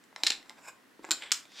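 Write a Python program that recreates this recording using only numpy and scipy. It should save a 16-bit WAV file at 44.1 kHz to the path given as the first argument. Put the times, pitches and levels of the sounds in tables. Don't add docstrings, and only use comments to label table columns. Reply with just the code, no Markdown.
import sys
import numpy as np
from scipy import signal
from scipy.fft import rfft, irfft, next_fast_len
from scipy.io import wavfile

SR = 44100
rng = np.random.default_rng(int(sys.argv[2]) if len(sys.argv) > 2 else 0)


def gain_from_db(level_db):
    decades = np.asarray(level_db, float) / 20
    return 10 ** decades


def put_to_file(sound):
    columns = np.atleast_2d(sound).T
    safe = np.clip(columns, -1, 1)
    whole_steps = np.round(safe * 32767)
    wavfile.write(sys.argv[1], SR, whole_steps.astype(np.int16))


N = 70560

# pitch_hz, density_db (per Hz)
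HUSH = [(18, -67), (30, -40), (233, -8.5), (295, -8), (355, -10.5), (760, -17.5), (2010, -14.5),
        (2170, -19.5), (16000, -36)]
# pitch_hz, likeness (0-1)
HUSH_ALIKE = [(60, 0.073), (300, 0.55), (1400, 0.39), (7000, 0.59), (15000, 1)]
# pitch_hz, t60_s
ROOM_DECAY = [(300, 0.61), (1000, 0.38), (3000, 0.27), (6000, 0.23), (14000, 0.27)]
# pitch_hz, left_minus_right_db
PAN = [(300, .3), (1500, -1.4), (3000, -.2), (6000, -.4), (12000, 1)]

# pitch_hz, level_db, t60_s
TABLE = [(246, -27, 0.014), (323, 20.5, 0.045), (418, 21, 0.012), (910, 22, 0.0098), (1360, -14, .008)]
FRAME = [(880, -3, .011), (1050, -4, .014), (1350, -4, .011), (1620, -2, .012), (2100, -4, .008),
         (2420, -6, .008)]
EDGE = [(7300, -10, 0.0051), (7580, 5.5, 0.0085), (8160, -2.5, 0.0052), (8630, -11, 0.0029),
        (10200, -14, 0.0041), (11200, -6, 0.0034), (14100, 3.5, 0.0059)]
# pitch_hz, level_db, t60_s
SINGING = [(7270, 0, .05), (7410, -2, .035), (14100, -9, .035)]
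# pitch_hz, level_db, t60_s
TUMBLING = [(2600, -5.5, 0.0068), (3044, -0.5, 0.0059), (3750, -6.5, 0.0074), (4090, 3.5, 0.0086),
            (4200, 1, 0.0092), (4580, -10, 0.0046), (5130, 0, 0.0096), (5330, -28, 0.002),
            (6560, -11, .005)]
# pitch_hz, level_db, t60_s
LIFTED = [(1467, -7.5, 0.02), (1870, -13, 0.008), (2550, -3.5, 0.0084), (3225, -5.5, 0.009),
          (3760, -2.5, 0.0046), (4040, 1.5, 0.0091), (4345, 4, 0.0094), (4990, -2.5, 0.016),
          (6300, -6, 0.0042)]
# pitch_hz, level_db, t60_s
SEATED = [(1520, -13, .006), (2630, -23, 0.0079), (3300, -16.5, 0.0054), (4150, -5.5, 0.0063),
          (4640, 4, 0.0049), (5230, 5.5, 0.0072), (5750, 9, 0.0037), (6240, 3.5, 0.0079)]
# pitch_hz, level_db, t60_s
HELD = [(2050, 0.5, 0.014), (3180, -1, 0.005), (3830, 6.5, 0.0039), (5180, 6, 0.0052), (6200, -17, 0.0044)]
# pitch_hz, level_db, t60_s
WEDGED = [(2310, 1, 0.0068), (2900, -2, 0.0046), (3500, 2, .005), (4200, -8, .004)]
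# pitch_hz, level_db, t60_s
SKIN = [(2580, -6.5, 0.0055), (3710, 5.5, 0.0031), (4650, 7.5, 0.0022), (5630, -3.5, 0.0036),
        (6750, -13, 0.0038)]
# pitch_hz, level_db, t60_s
RUBBED = [(1090, -3.5, 0.013), (1550, -2, 0.012), (2370, -0.5, 0.007), (3500, -6, 0.0035),
          (5300, -3, 0.0052), (7240, -1, 0.0058), (7600, -1, 0.0028), (9100, -9, 0.0028),
          (11800, -4, 0.0018)]
# pitch_hz, level_db, t60_s
SLOT = [(1710, -14, 0.0078), (2260, -2.5, 0.0034), (2960, 3.5, 0.0016), (3240, 2, 0.0027),
        (3800, -16, 0.0055), (7530, -5.5, 0.0053)]

# peak_s, rise_s, fall_s, level_db
BRUSHES = [
    (.28, 0.033, 0.018, -31),
    (.33, 0.037, 0.013, -37.5),
    (1.6, 0.1, 0.039, -44),
]
# peak_s, rise_s, fall_s, level_db
SLIDES = [(.180, 0.006, 0.058, -53), (.205, 0.015, 0.052, -53), (.512, 0.09, 0.026, -56),
          (.585, 0.035, 0.044, -55.5), (1.035, 0.021, 0.051, -55), (1.065, 0.034, 0.16, -55),
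          (1.21, 0.012, 0.04, -59)]
# peak_s, rise_s, fall_s, level_db
RUBS = [
    (.66, 0.068, 0.01, -50),
    (.688, 0.034, 0.018, -40),
]
# peak_s, rise_s, fall_s, level_db
DRAGS = [
    (1.226, 0.018, 0.0077, -40),
    (1.238, .012, 0.016, -39.5),
    (1.268, 0.16, 0.077, -48.5),
]
# start_s, level_db
THUDS = [(0.2362, -36), (0.266, -58), (.304, -37), (.9930, -38), (1.043, -42.5), (1.088, -38), (1.109, -34),
         (1.121, -50), (1.32, -83)]
# start_s, level_db, frame_db, edge_db, contact_ms
TOUCHES = [(0.0389, -47.5, -18, 0.5, 0.085), (0.0412, -53.5, -15, 6, 0.06),
           (0.1272, -55.5, 13.5, -29, 0.44), (0.1615, -25.5, -14, -21, 0.17), (0.1623, -35, 5, -28, 0.053),
           (0.428, -40, -17, -22, 0.2), (0.459, -47, 2, -8, 0.14), (0.4955, -28, -17, -9, 0.026),
           (0.502, -56.5, 3.5, -18, 0.047), (0.5054, -54, 17, -35, 0.18), (1.0384, -51, -15, 8, 0.055),
           (1.0439, -38, 7.5, -9, 0.31), (1.0494, -41, 10, 5.5, 0.15), (1.057, -59, 2, -8, .4),
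           (1.0900, -45, 11.5, 4.5, 0.25), (1.0957, -44, -4, 4, 0.19), (1.207, -48, -15, -1, 0.46),
           (1.2222, -25.5, -20, -12, 0.27), (1.2325, -34, -28, -18, 0.3), (1.2358, -30, -14, -14, 0.27),
           (1.238, -30, -7.5, -18, 0.5), (1.454, -40, -7, -14, 0.16), (1.5192, -41.5, -6, -7, .12),
           (1.3082, -32, -27, -26, 0.16), (.9925, -62.5, 10.5, -7, 0.2)]
# start_s, level_db
CLICKS = [(.2350, -9), (.2363, -15), (.2491, -25), (.2664, -10), (.2682, -10), (.2688, -14), (.2715, -9),
          (.2758, -24), (.2822, -25), (.3031, -10), (.3056, -11), (.3190, -24), (.3201, -18), (1.1087, -9),
          (1.1152, -11), (1.1214, -14), (1.1261, -23), (1.1352, -26), (1.3178, -7), (1.3184, -15),
          (1.3214, -6), (1.3228, -16), (1.3265, -20), (1.3352, -26), (1.3445, -29)]
# frame_db, edge_db, contact_ms
CLICK_COLOURS = [(-15, -9, .07), (-20, 0, .1), (-14, -6, .1), (-24, -16, .16), (-22, -8, .12),
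                 (-24, -10, .12), (-24, -9, .16), (-18, -12, .2), (-16, -6, .15), (-22, -14, .17),
                 (-20, -8, .14), (-24, -16, .2), (-22, -12, .2), (-22, -3, .11), (-18, 2, .08),
                 (-16, -16, .18), (-16, -10, .18), (-16, -5, .15), (-32, -5, .1), (-32, 0, .09),
                 (-34, -1, .06), (-28, -8, .11), (-24, -10, .14), (-22, 2, .1), (-22, -2, .1)]

FRAME_LOW_HZ, PIECE_LOW_HZ = 465, 1296
RING_S = np.arange(SR // 16) / SR


def unit(x):
    return x / np.sqrt(np.mean(x ** 2) + 1e-20)


def along(points, hz):
    point_hz, value = np.transpose(points)
    return np.interp(np.log(hz + 1), np.log(point_hz + 1), value)


def filtered(x, response):
    m = next_fast_len(N + 8192)
    return irfft(rfft(x, m) * response(np.fft.rfftfreq(m, 1 / SR)), m)[..., :N]


def above(x, low_hz):
    return filtered(x, lambda hz: (-hz * hz / (low_hz ** 2 - hz * hz + 1.3j * hz * low_hz)) ** 2)


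def soften(x, contact_ms):
    u = np.arange(.5, 40) / SR / (max(contact_ms, .04) / 1000)
    push = np.sin(np.pi * np.minimum(u, 1)) ** 2 + 1e-9
    return np.convolve(x, push / push.sum())[:len(x)]


def ring(modes, draws):
    detune, scatter_db, attack_s = .015, 1.5, .00006
    hz, db, t60 = np.transpose(modes)[:, :, None]
    off = draws[:len(modes)]
    level = gain_from_db(db + scatter_db * off[:, :1] - 60 * RING_S / t60)
    swing = -np.sin(2 * np.pi * hz * (1 + detune * off[:, 1:]) * RING_S)
    onset = 1 - np.exp(-RING_S / attack_s)
    return (level * swing).sum(0) * onset / gain_from_db(db).sum() * 2


def add(out, s, x):
    part = out[round(s * SR):][:len(x)]
    part += x[:len(part)]


def spread(a, b, likeness):
    turn = np.arccos(np.clip(likeness, 0, 1)) / 2
    return np.cos(turn) * a, np.sin(turn) * b


def hush():
    def response(hz):
        return gain_from_db(along(HUSH, hz)) * np.array(spread(1, 1, along(HUSH_ALIKE, hz)))
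    mid, side = filtered(rng.standard_normal((2, N)), response)
    return gain_from_db(-63) * np.array([mid + side, mid - side]) / mid.std()


def room(x):
    level_db, likeness, gap_s = -8, 0.78, .003
    out, step = np.zeros((2, N + SR)), SR // 50
    for i in range(0, N, step):
        hz, t, z = signal.stft(rng.standard_normal((2, SR // 2)), SR, nperseg=128)
        decay = gain_from_db(-60 * t / along(ROOM_DECAY, hz)[:, None])
        a, b = signal.istft(z * decay, SR, nperseg=128)[1]
        mid, side = spread(a, b, likeness)
        tail = np.array([mid + side, mid - side]) / np.linalg.norm(a)
        wet = signal.fftconvolve(x[None, i:i + step], tail, axes=1)
        start = i + round(gap_s * SR)
        out[:, start:start + wet.shape[1]] += wet
    return gain_from_db(level_db) * out[:, :N]


def friction(strokes, bodies, contact_ms):
    grains_per_s, grain_spread_db = 6000, 2
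    t = np.arange(N) / SR
    power = np.zeros(N)
    for s, rise, fall, db in strokes:
        drop_db = 20 * np.where(t < s, (s - t) / rise, (t - s) / fall)
        power += gain_from_db(db - drop_db) ** 2
    chance, sign, size = rng.random((3, N))
    grain = np.sign(sign - .5) * gain_from_db(-grain_spread_db * np.log(size + 1e-2))
    slips = (chance < grains_per_s / SR) * grain
    body = sum(gain_from_db(db) * unit(ring(modes, np.zeros((9, 2)))) for modes, db in bodies)
    body = soften(body, contact_ms)
    return signal.fftconvolve(unit(slips) * np.sqrt(power), body / np.linalg.norm(body))[:N]


def rubbing():
    brushes = friction(BRUSHES, [(SKIN, 0)], .074)
    slides = friction(SLIDES, [(FRAME, 0), (SKIN, -4.5), (EDGE, -17.5), (SINGING, -10.5)], .032)
    rubs = friction(RUBS, [(RUBBED, 0)], .066)
    drags = friction(DRAGS, [(SLOT, 0)], .087)
    return above(brushes + slides + rubs + drags, FRAME_LOW_HZ)


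def thuds():
    table = np.zeros(N)
    for s, db in THUDS:
        add(table, s, -gain_from_db(db) * soften(ring(TABLE, rng.standard_normal((5, 2))), .6))
    return table


def crack(edge_db, contact_ms):
    level_db, t60_s, edge_share, top_hz = -9, 0.013, 0.095, 10000
    start_db = level_db - (1 - edge_share) * edge_db - 40 * max(contact_ms - .15, 0)
    noise = gain_from_db(start_db - 60 * RING_S / t60_s) * rng.standard_normal(len(RING_S))
    return signal.lfilter(*signal.butter(2, top_hz, fs=SR), noise)


def strike(modes, singing_db, edge_db, contact_ms):
    edge_ms = .11
    draws = rng.standard_normal((4, 9, 2))
    body = soften(soften(ring(modes, draws[0]), contact_ms), edge_ms)
    singing = gain_from_db(singing_db) * ring(SINGING, draws[3] * [1, .15])
    edge = ring(EDGE, draws[2]) + crack(edge_db, contact_ms) + singing
    piece = body / abs(body).max() + gain_from_db(edge_db) * soften(edge, edge_ms)
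    return piece, soften(ring(FRAME, draws[1]), contact_ms)


def click_hold(s):
    if s >= 1.2:
        return SEATED, -22.5
    if s >= 1.1:
        return LIFTED, -12.5
    return TUMBLING, -15.5


def contacts():
    piece, frame = np.zeros((2, N))
    blows = [(*click, *colour, *click_hold(click[0])) for click, colour in zip(CLICKS, CLICK_COLOURS)]
    for touch in TOUCHES:
        at_slot = 1.2 < touch[0] < 1.5
        blows.append((*touch, WEDGED if at_slot else HELD, -18))
    for s, db, frame_db, edge_db, contact_ms, modes, singing_db in blows:
        piece_ring, frame_ring = strike(modes, singing_db, edge_db, contact_ms)
        add(piece, s, gain_from_db(db) * piece_ring)
        add(frame, s, gain_from_db(db + frame_db) * frame_ring)
    return above(piece, PIECE_LOW_HZ) + above(frame, FRAME_LOW_HZ)


def scene():
    wood = above(thuds() + contacts(), 220) + rubbing()
    sides = np.array([[1], [-1]])
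    near = filtered(wood, lambda hz: gain_from_db(along(PAN, hz) / 2 * sides))
    return hush() + room(wood) + near


def band_limit(x):
    return signal.sosfilt(signal.butter(12, 16470, fs=SR, output="sos"), x)


def record(dry):
    mix = filtered(dry, lambda hz: 1 / np.sqrt(1 + (hz / 15700) ** 24))
    return band_limit(mix)


dry = scene()
out = record(dry)
put_to_file(out)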